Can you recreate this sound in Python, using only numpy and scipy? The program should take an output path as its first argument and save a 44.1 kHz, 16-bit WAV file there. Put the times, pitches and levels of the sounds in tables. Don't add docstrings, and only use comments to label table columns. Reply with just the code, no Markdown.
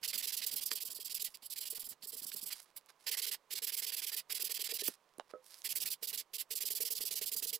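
import sys
import numpy as np
from scipy import signal
from scipy.fft import rfft, irfft, next_fast_len
from scipy.io import wavfile
from scipy.ndimage import uniform_filter1d

SR = 44100
rng = np.random.default_rng(int(sys.argv[2]) if len(sys.argv) > 2 else 0)


def put_to_file(sound):
    columns = np.atleast_2d(sound).T
    safe = np.clip(columns, -1, 1)
    whole_steps = np.round(safe * 32767)
    wavfile.write(sys.argv[1], SR, whole_steps.astype(np.int16))


N = 334719
TIME = np.arange(N) / SR

# frequency_hz, gain_db
AIR_SPECTRUM = [(28, -6), (55, -20), (120, -15), (150, -6), (230, -11), (420, -2), (800, -2.5), (1020, 2.5),
                (1400, -6.5), (4000, -13.5), (9000, -20.5), (16000, -25)]
# start_s, stroke_count, cycle_s, slowing_s (per cycle), startup_lag_s
SANDING_RUNS = [(0.031, 26, .0947, .00034, .0045), (1.56, 8, .094, 0, 0), (2.024, 10, .097, 0, 0),
                (3.067, 6, .095, 0, .009), (3.507, 14, .0995, 0, .014), (4.299, 12, .0978, 0, 0),
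                (5.645, 6, .102, 0, .008), (6.026, 4, .102, 0, .001), (6.336, 2, .102, 0, 0),
                (6.507, 21, .0973, .00096, .001)]
# level_db, push_swell_db, pull_swell_db, push_bite_db, pull_bite_db, push_sheen_db, pull_sheen_db,
# push_start_knock_db, push_stop_knock_db
PAD_CONTACT = [(-45, 1.5, -8, 0.07, -0.3, -1, 0.7, -68, -57.5),
               (-48, -2, -7.5, 0.7, 0.4, 0.5, 2.5, -67.5, -62),
               (-48, 6, -1, -0.5, -0.5, -1.3, 1, -79, -57.5),
               (-46.5, -1.5, -1, 0, -0.17, -1, 1.2, -66, -50.5), (-46.5, 3, -1, 0.5, 0, 0, 1.5, -53, -53.5),
               (-46.5, 3.5, -0.5, 0.3, -0.3, -2.6, 0.7, -50, -51.5),
               (-43, -1.5, -2.5, 1.35, -1.3, 6, 2.5, -56, -59),
               (-44.5, -0.5, -7, 1, -0.3, 3.5, 1, -51, -70), (-44.5, 4, 5, 0.5, 0, 0.5, 1.5, -59, -61),
               (-45.5, -1, -2.5, -0.98, -2, 3.5, 3.6, -46, -48.5)]
# time_s, gain_db
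HAND_PRESSURE = [(0.04, 3), (0.6, -0.96), (0.74, -1), (0.88, -3), (1.02, -5.5), (1.1, -1.5), (1.22, -1),
                 (1.7, -1), (1.85, -5.5), (2.04, -3), (2.21, -3), (2.3, -2.6), (2.48, -3), (3.08, 4.5),
                 (3.33, 2.5), (3.7, 2), (6.4, -0.5), (6.52, 1.5), (6.659, 2.5), (7.3, 1.3)]
# start_s, end_s, direction (push 1, pull -1), level_db, swell_db, bite_db,
# sheen_db
SINGLE_STROKES = [(1.343, 1.358, 1, -54.5, -1, -0.5, -9), (1.423, 1.473, 1, -57.5, 7.5, -1.5, -6),
                  (1.5, 1.539, -1, -49, 7, -1.5, 0.5), (2.504, 2.535, 1, -47, 10.5, 1.5, -5.5),
                  (2.764, 2.783, 1, -53.5, -6, 7, 3.5), (4.868, 4.882, -1, -40, 20, 0, 4)]
# frequency_hz, gain_db
RASP_SPECTRUM = [(120, -61), (530, -32.5), (900, -29.5), (1320, -29), (2040, -10.5), (3110, -4), (3820, -5),
                 (4800, 0.5), (5550, -4), (6640, -9.5), (7490, -3), (8870, -7), (11600, -0.5), (13200, -5),
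                 (15100, -1.5), (16000, -24)]
# frequency_hz, weight
HOLLOW_SHAPE = [(5200, 0.46), (6400, 1.0), (7500, 0)]
# frequency_hz, weight
SHEEN_SHAPE = [(4500, -0.52), (8000, 0.36), (11000, 0.48), (15000, 0.91)]
# time_s, flare_db
ROUGH_PATCH = [(0.05, -1), (0.36, 2), (0.66, 9), (0.98, -10.5), (1.16, 7), (1.55, 8), (2.03, -3.5),
               (2.3, 4), (2.5, 6), (3.1, 3.5), (4.05, 2.5), (4.45, 9), (5.7, -6.5), (7.5, 1)]
# time_s, level_db
ROCKING_LEVEL = [(0, -64), (0.6, -65), (0.88, -72.5), (1.2, -64.5), (1.5, -72), (1.85, -67), (2.4, -68),
                 (2.6, -67.5), (3.3, -79), (3.7, -75), (4.2, -71.5), (5.8, -64.5), (6.3, -70), (6.8, -64.5),
                 (7.55, -65)]
# frequency_hz, gain_db
RUMBLE_SPECTRUM = [(25, 4.5), (55, -6.5), (110, -2), (160, 2), (220, 3.5), (430, -2), (620, 1), (900, -4.5),
                   (1500, -3.5)]
# pitch_hz, level_db, t60_s, muting_db (lost under the pad; negative is a gain)
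STICK_MODES = [(437, -1.5, 0.084, 2.5), (511, -4.5, 0.17, 25), (590, 0, 0.061, 18), (1080, -19.5, 0.046, 9),
               (1282, -4, 0.066, 34), (1290, -20, .05, 22), (1870, -34, 0.047, -21)]
# time_s, level_db
HARD_KNOCKS = [(0.715, -40), (0.989, -47.5), (1.729, -46), (2.132, -47.5), (2.344, -48.5), (4.436, -44),
               (4.723, -40), (4.821, -35.5), (5.337, -40.5), (5.355, -50.5), (6.803, -39.5), (7.214, -36.5)]
# time_s, level_db, centre_hz
GRIT_SNAGS = [(0.133, -30, 2040), (0.715, -20, 2630), (1.372, -37, 7000), (2.318, -33.5, 2550),
              (2.861, -45, 9000), (4.881, -26.5, 2300), (5.183, -40.5, 6940), (5.197, -35, 2240),
              (5.543, -34, 5900), (5.619, -36, 5630)]
# time_s, peak_db, pitch_hz
TABLE_THUDS = [(0.539, -52.5, 210), (0.718, -51, 293), (1.874, -61.5, 210), (2.153, -62, 220),
               (2.219, -56, 221), (2.254, -56, 220), (2.348, -55, 220), (2.429, -54, 216),
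               (4.885, -34, 300), (5.185, -45, 305), (5.198, -31, 670)]
# start_s, end_s, level_db, tilt_db_per_octave
GLOVE_SLIDES = [(1.277, 1.341, -64.5, 8), (2.541, 2.614, -55.5, 4), (2.608, 2.654, -61.5, 9.5),
                (2.642, 2.713, -75, 0), (2.883, 2.912, -61, 0.5), (2.985, 3.07, -69, 3.5),
                (4.881, 4.962, -57, 4), (5.29, 5.321, -62, -2), (5.413, 5.657, -64.5, 6),
                (5.481, 5.6, -65, 2)]
# frequency_hz, gain_db
GLOVE_SPECTRUM = [(120, -47), (500, -3), (1300, 1.5), (3000, -2.5), (5000, 1), (6500, -6.5), (11300, -6.5),
                  (16000, -22.5)]


def from_db(db):
    return 10 ** (np.asarray(db) / 20)


def unit_rms(x):
    return x / np.sqrt(np.mean(x ** 2) + 1e-20)


def add(out, time_s, sound):
    at = int(np.clip(round(time_s * SR), 0, N))
    out[at:at + len(sound)] += sound[:N - at]


def at_hz(points, hz):
    known_hz, values = np.transpose(points)
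    return np.interp(np.log(hz + 1), np.log(known_hz), values)


def colour(x, spectrum):
    size = next_fast_len(len(x))
    gain = from_db(at_hz(spectrum, np.fft.rfftfreq(size, 1 / SR)))
    return unit_rms(irfft(rfft(x, size) * gain, size)[:len(x)])


def wander(along, step):
    return np.interp(along / step, np.arange(4096), rng.standard_normal(4096))


def grit(size, per_s, spread_db):
    caught = rng.random(size) < per_s / SR
    grains = caught * rng.standard_normal(size)
    return unit_rms(grains * from_db(spread_db * np.minimum(rng.exponential(1, size), 5)))


def ring(drive, hz, t60_s):
    decay, angle = from_db(-60 / (t60_s * SR)), 2 * np.pi * hz / SR
    return signal.lfilter([0, np.sin(angle)], [1, -2 * decay * np.cos(angle), decay ** 2], drive + 1e-18)


def room_air(level_db=-74):
    return from_db(level_db) * colour(rng.standard_normal(N), AIR_SPECTRUM)


def sanding_hand(push_s=0.033, turn_s=0.014, pull_s=0.038, jitter_s=0.0005, knock_spread_db=3.5):
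    strokes, knocks = [], []
    for (begin_s, count, cycle_s, slowing_s, lag_s), contact in zip(SANDING_RUNS, PAD_CONTACT):
        run_db, *tone_db, start_knock_db, stop_knock_db = contact
        for k, chance in enumerate(rng.standard_normal((count, 8))):
            cycle, pulling = divmod(k, 2)
            cycle_start = begin_s + cycle_s * cycle + slowing_s * cycle ** 2 / 2 + lag_s * (cycle > 0)
            wait_s, length_s, direction = (push_s + turn_s, pull_s, -1) if pulling else (0, push_s, 1)
            start, end = cycle_start + wait_s + jitter_s * chance[:2] + [0, length_s]
            pressure_db = np.interp((start + end) / 2, *np.transpose(HAND_PRESSURE))
            level_db = run_db + pressure_db + 0.52 * chance[2]
            swell_db, bite_db, sheen_db = tone_db[pulling::2]
            swell_db += 1.5 * chance[3]
            bite_db += 0.45 * pressure_db + 0.57 * chance[4]
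            sheen_db += 1.57 * chance[5]
            if k == 0:
                level_db -= 0.5
                sheen_db -= 2.5
            strokes.append((start, end, direction, level_db, swell_db, bite_db, sheen_db))
            if not pulling:
                knocks.append((start, start_knock_db + knock_spread_db * chance[6]))
                knocks.append((end, stop_knock_db + knock_spread_db * chance[7]))
    return strokes, knocks


def scratch_spectrum(size, heavier_db, ripple_db=2.0):
    hz = np.fft.rfftfreq(size, 1 / SR)
    gain = from_db(at_hz(RASP_SPECTRUM, hz) + ripple_db * wander(hz, step=180))
    gain *= from_db(0.86 * heavier_db * at_hz(HOLLOW_SHAPE, hz))
    middle = (hz > 3500) & (hz < 9000)
    gain /= np.sqrt(np.mean(gain ** 2 * middle))
    return rfft(grit(size, per_s=30000, spread_db=-1.4)) * gain


def low_cut_db(hz, edge_hz):
    return -10 * np.log10(1 + (edge_hz / hz) ** 8)


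def stroke_tone_db(stroke, progress, hz, edge_hz=2300, travel_octaves=0.51, arch_octaves=0.095):
    start, _, direction, _, swell_db, bite_db, sheen_db = stroke
    position = direction * progress
    speed = 0.5 - (2 * progress) ** 2
    edge_octaves = travel_octaves * position + arch_octaves * speed - 0.28 * bite_db
    edge_db = low_cut_db(hz, edge_hz * 2 ** edge_octaves) - low_cut_db(hz, edge_hz)
    treble = at_hz(SHEEN_SHAPE, hz)
    bright_db = sheen_db + 0.93 * swell_db * progress - 3.5 * (2 * progress) ** 4 + 0.5
    on_patch = np.exp(-((position - 0.315) / 0.12) ** 2)
    flare_db = on_patch * np.interp(start, *np.transpose(ROUGH_PATCH))
    return edge_db + treble * bright_db + (1 + treble) / 2 * flare_db


def sanding(strokes, grab_s=0.0009, release_s=0.001, land_s=0.0014, lift_s=0.0032, rough_db=0.75):
    rasp, drag = np.zeros(N), np.zeros(N)
    size, lead_s, pause_s = 4096, 0.012, 0.04
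    hz, t = np.fft.rfftfreq(size, 1 / SR), np.arange(size) / SR - lead_s
    centres_hz = np.geomspace(1400, 14000, 10)
    bands = np.array([np.interp(hz, centres_hz, row) for row in np.eye(len(centres_hz))])
    starts, ends, _, levels_db, *_ = np.transpose(strokes)
    pause_before = np.r_[True, starts[1:] - ends[:-1] > pause_s, True]
    for k, stroke in enumerate(strokes):
        start, end, _, level_db, swell_db, *_ = stroke
        length_s = end - start
        progress = np.clip(t / length_s, 0, 1) - 0.5
        scratch_bands = irfft(scratch_spectrum(size, level_db - np.median(levels_db)) * bands)
        tone_db = stroke_tone_db(stroke, progress, centres_hz[:, None])
        scratches = np.sum(scratch_bands * from_db(tone_db), axis=0)
        onset_s = land_s if pause_before[k] else grab_s
        fade_s = lift_s if pause_before[k + 1] else release_s
        moving = (1 + np.tanh(t / (2 * onset_s))) * (1 + np.tanh((length_s - t) / (2 * fade_s)))
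        force = moving * from_db(1.02 * swell_db * progress + rough_db * wander(t + lead_s, 0.002517))
        force *= from_db(level_db) / np.sqrt(np.sum(force ** 2) / (length_s * SR))
        add(rasp, start - lead_s, scratches * force)
        add(drag, start - lead_s, force)
    return rasp, drag


def stick_rocking(drag, bump_spread_db=7, tight_db=-35, loose_db=-29, regrip_s=3.1):
    force = np.sqrt(np.abs(uniform_filter1d(drag ** 2, size=900)))
    working = uniform_filter1d(1.0 * (force > 2e-4), size=700)
    rocking_db = np.interp(TIME, *np.transpose(ROCKING_LEVEL)) + 3
    bumps = rng.standard_normal(N) * from_db(bump_spread_db * np.minimum(wander(TIME, 0.011), 1.8))
    rumble = working * colour(bumps, RUMBLE_SPECTRUM) * from_db(rocking_db)
    hum_db = np.where(TIME < regrip_s, tight_db, loose_db) + 3 * wander(TIME, 0.09)
    pitch_hz, _, t60_s, _ = STICK_MODES[0]
    hum = unit_rms(ring(rng.standard_normal(N), pitch_hz, t60_s))
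    return rumble + force * from_db(hum_db) * hum


def stick_knocks(knocks, drag, gain_db=-2.0, grip_detune=0.028, spread_db=0.5):
    out, t = np.zeros(N), np.arange(6000) / SR
    mode_hz, mode_db, t60_s, muting_db = np.transpose(STICK_MODES)[:, :, None]
    pad_on = uniform_filter1d(drag, size=4000) > 1e-4
    for time_s, knock_db in knocks:
        chance = rng.standard_normal((len(STICK_MODES) + 1, 1))
        held = pad_on[int(np.clip(time_s * SR, 0, N - 1))]
        level_db = knock_db + gain_db + mode_db - muting_db * held - spread_db * chance[1:]
        pitch_hz = mode_hz * (1 + grip_detune * held * chance[0])
        modes = from_db(level_db - 60 * t / t60_s) * np.sin(2 * np.pi * pitch_hz * t)
        add(out, time_s, modes.sum(axis=0))
    return signal.sosfilt(signal.butter(2, [280, 1900], "band", fs=SR, output="sos"), out)


def grit_snags(gain_db=-2.0):
    out, t = np.zeros(N), np.arange(512) / SR
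    for time_s, level_db, hz in GRIT_SNAGS:
        band = signal.butter(2, [hz / 2, min(hz * 2, 0.45 * SR)], "band", fs=SR, output="sos")
        swell = t * np.exp(-t * hz / 1.6)
        crack = signal.sosfilt(band, rng.standard_normal(len(t)) * swell)
        add(out, time_s, crack / np.abs(crack).max() * from_db(level_db + gain_db))
    return out


def table_thuds(swell_cycles=0.35):
    out, t = np.zeros(N), np.arange(2048) / SR
    for time_s, peak_db, hz in TABLE_THUDS:
        motion = t * np.exp(-t * hz / swell_cycles) * np.sin(2 * np.pi * hz * t)
        pressure = np.diff(motion)
        add(out, time_s, from_db(peak_db) * pressure / np.abs(pressure).max())
    return out


def glove_rustle(patchy_db=3.0, crackle_db=-83):
    rustle = np.zeros(N)
    for start, end, level_db, tilt_db in GLOVE_SLIDES:
        t = np.arange(int((end - start) * SR)) / SR
        spectrum = [(hz, db + tilt_db * np.log2(hz)) for hz, db in GLOVE_SPECTRUM]
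        swell = signal.windows.tukey(len(t), 0.5) * from_db(level_db + patchy_db * wander(t, 0.00512))
        add(rustle, start, swell * colour(grit(len(t), per_s=27000, spread_db=5.0), spectrum))
    handling = np.clip(4 * uniform_filter1d(1.0 * (rustle != 0), size=SR // 2), 0, 1)
    crumbs = colour(grit(N, per_s=31, spread_db=-3.0), GLOVE_SPECTRUM)
    return rustle + from_db(crackle_db) * handling * crumbs


def room_tail(direct, t60_s=0.054, wet_db=-17.5, first_echo_s=0.0047, dull_hz=9000):
    t = np.arange(SR // 3) / SR
    build_up = np.clip(t / first_echo_s - 1, 0, 1)
    tail = rng.standard_normal(len(t)) * from_db(-60 * t / t60_s) * build_up
    tail = signal.sosfilt(signal.butter(1, dull_hz, fs=SR, output="sos"), tail)
    return from_db(wet_db) * signal.fftconvolve(direct, tail / np.linalg.norm(tail))[:N]


def scene(left_minus_right_db=-9.5):
    strokes, light_knocks = sanding_hand()
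    rasp, drag = sanding(sorted(strokes + list(SINGLE_STROKES)))
    stick = stick_rocking(drag) + stick_knocks(light_knocks + list(HARD_KNOCKS), drag)
    direct = rasp + stick + grit_snags() + table_thuds() + glove_rustle()
    mono = direct + room_tail(direct) + room_air()
    sides = from_db([[left_minus_right_db], [0]])
    return mono * sides / sides.mean()


def record(dry, cutoff_hz=15950):
    return signal.sosfilt(signal.ellip(12, 0.1, 80, cutoff_hz, fs=SR, output="sos"), dry)


dry = scene()
out = record(dry)
put_to_file(out)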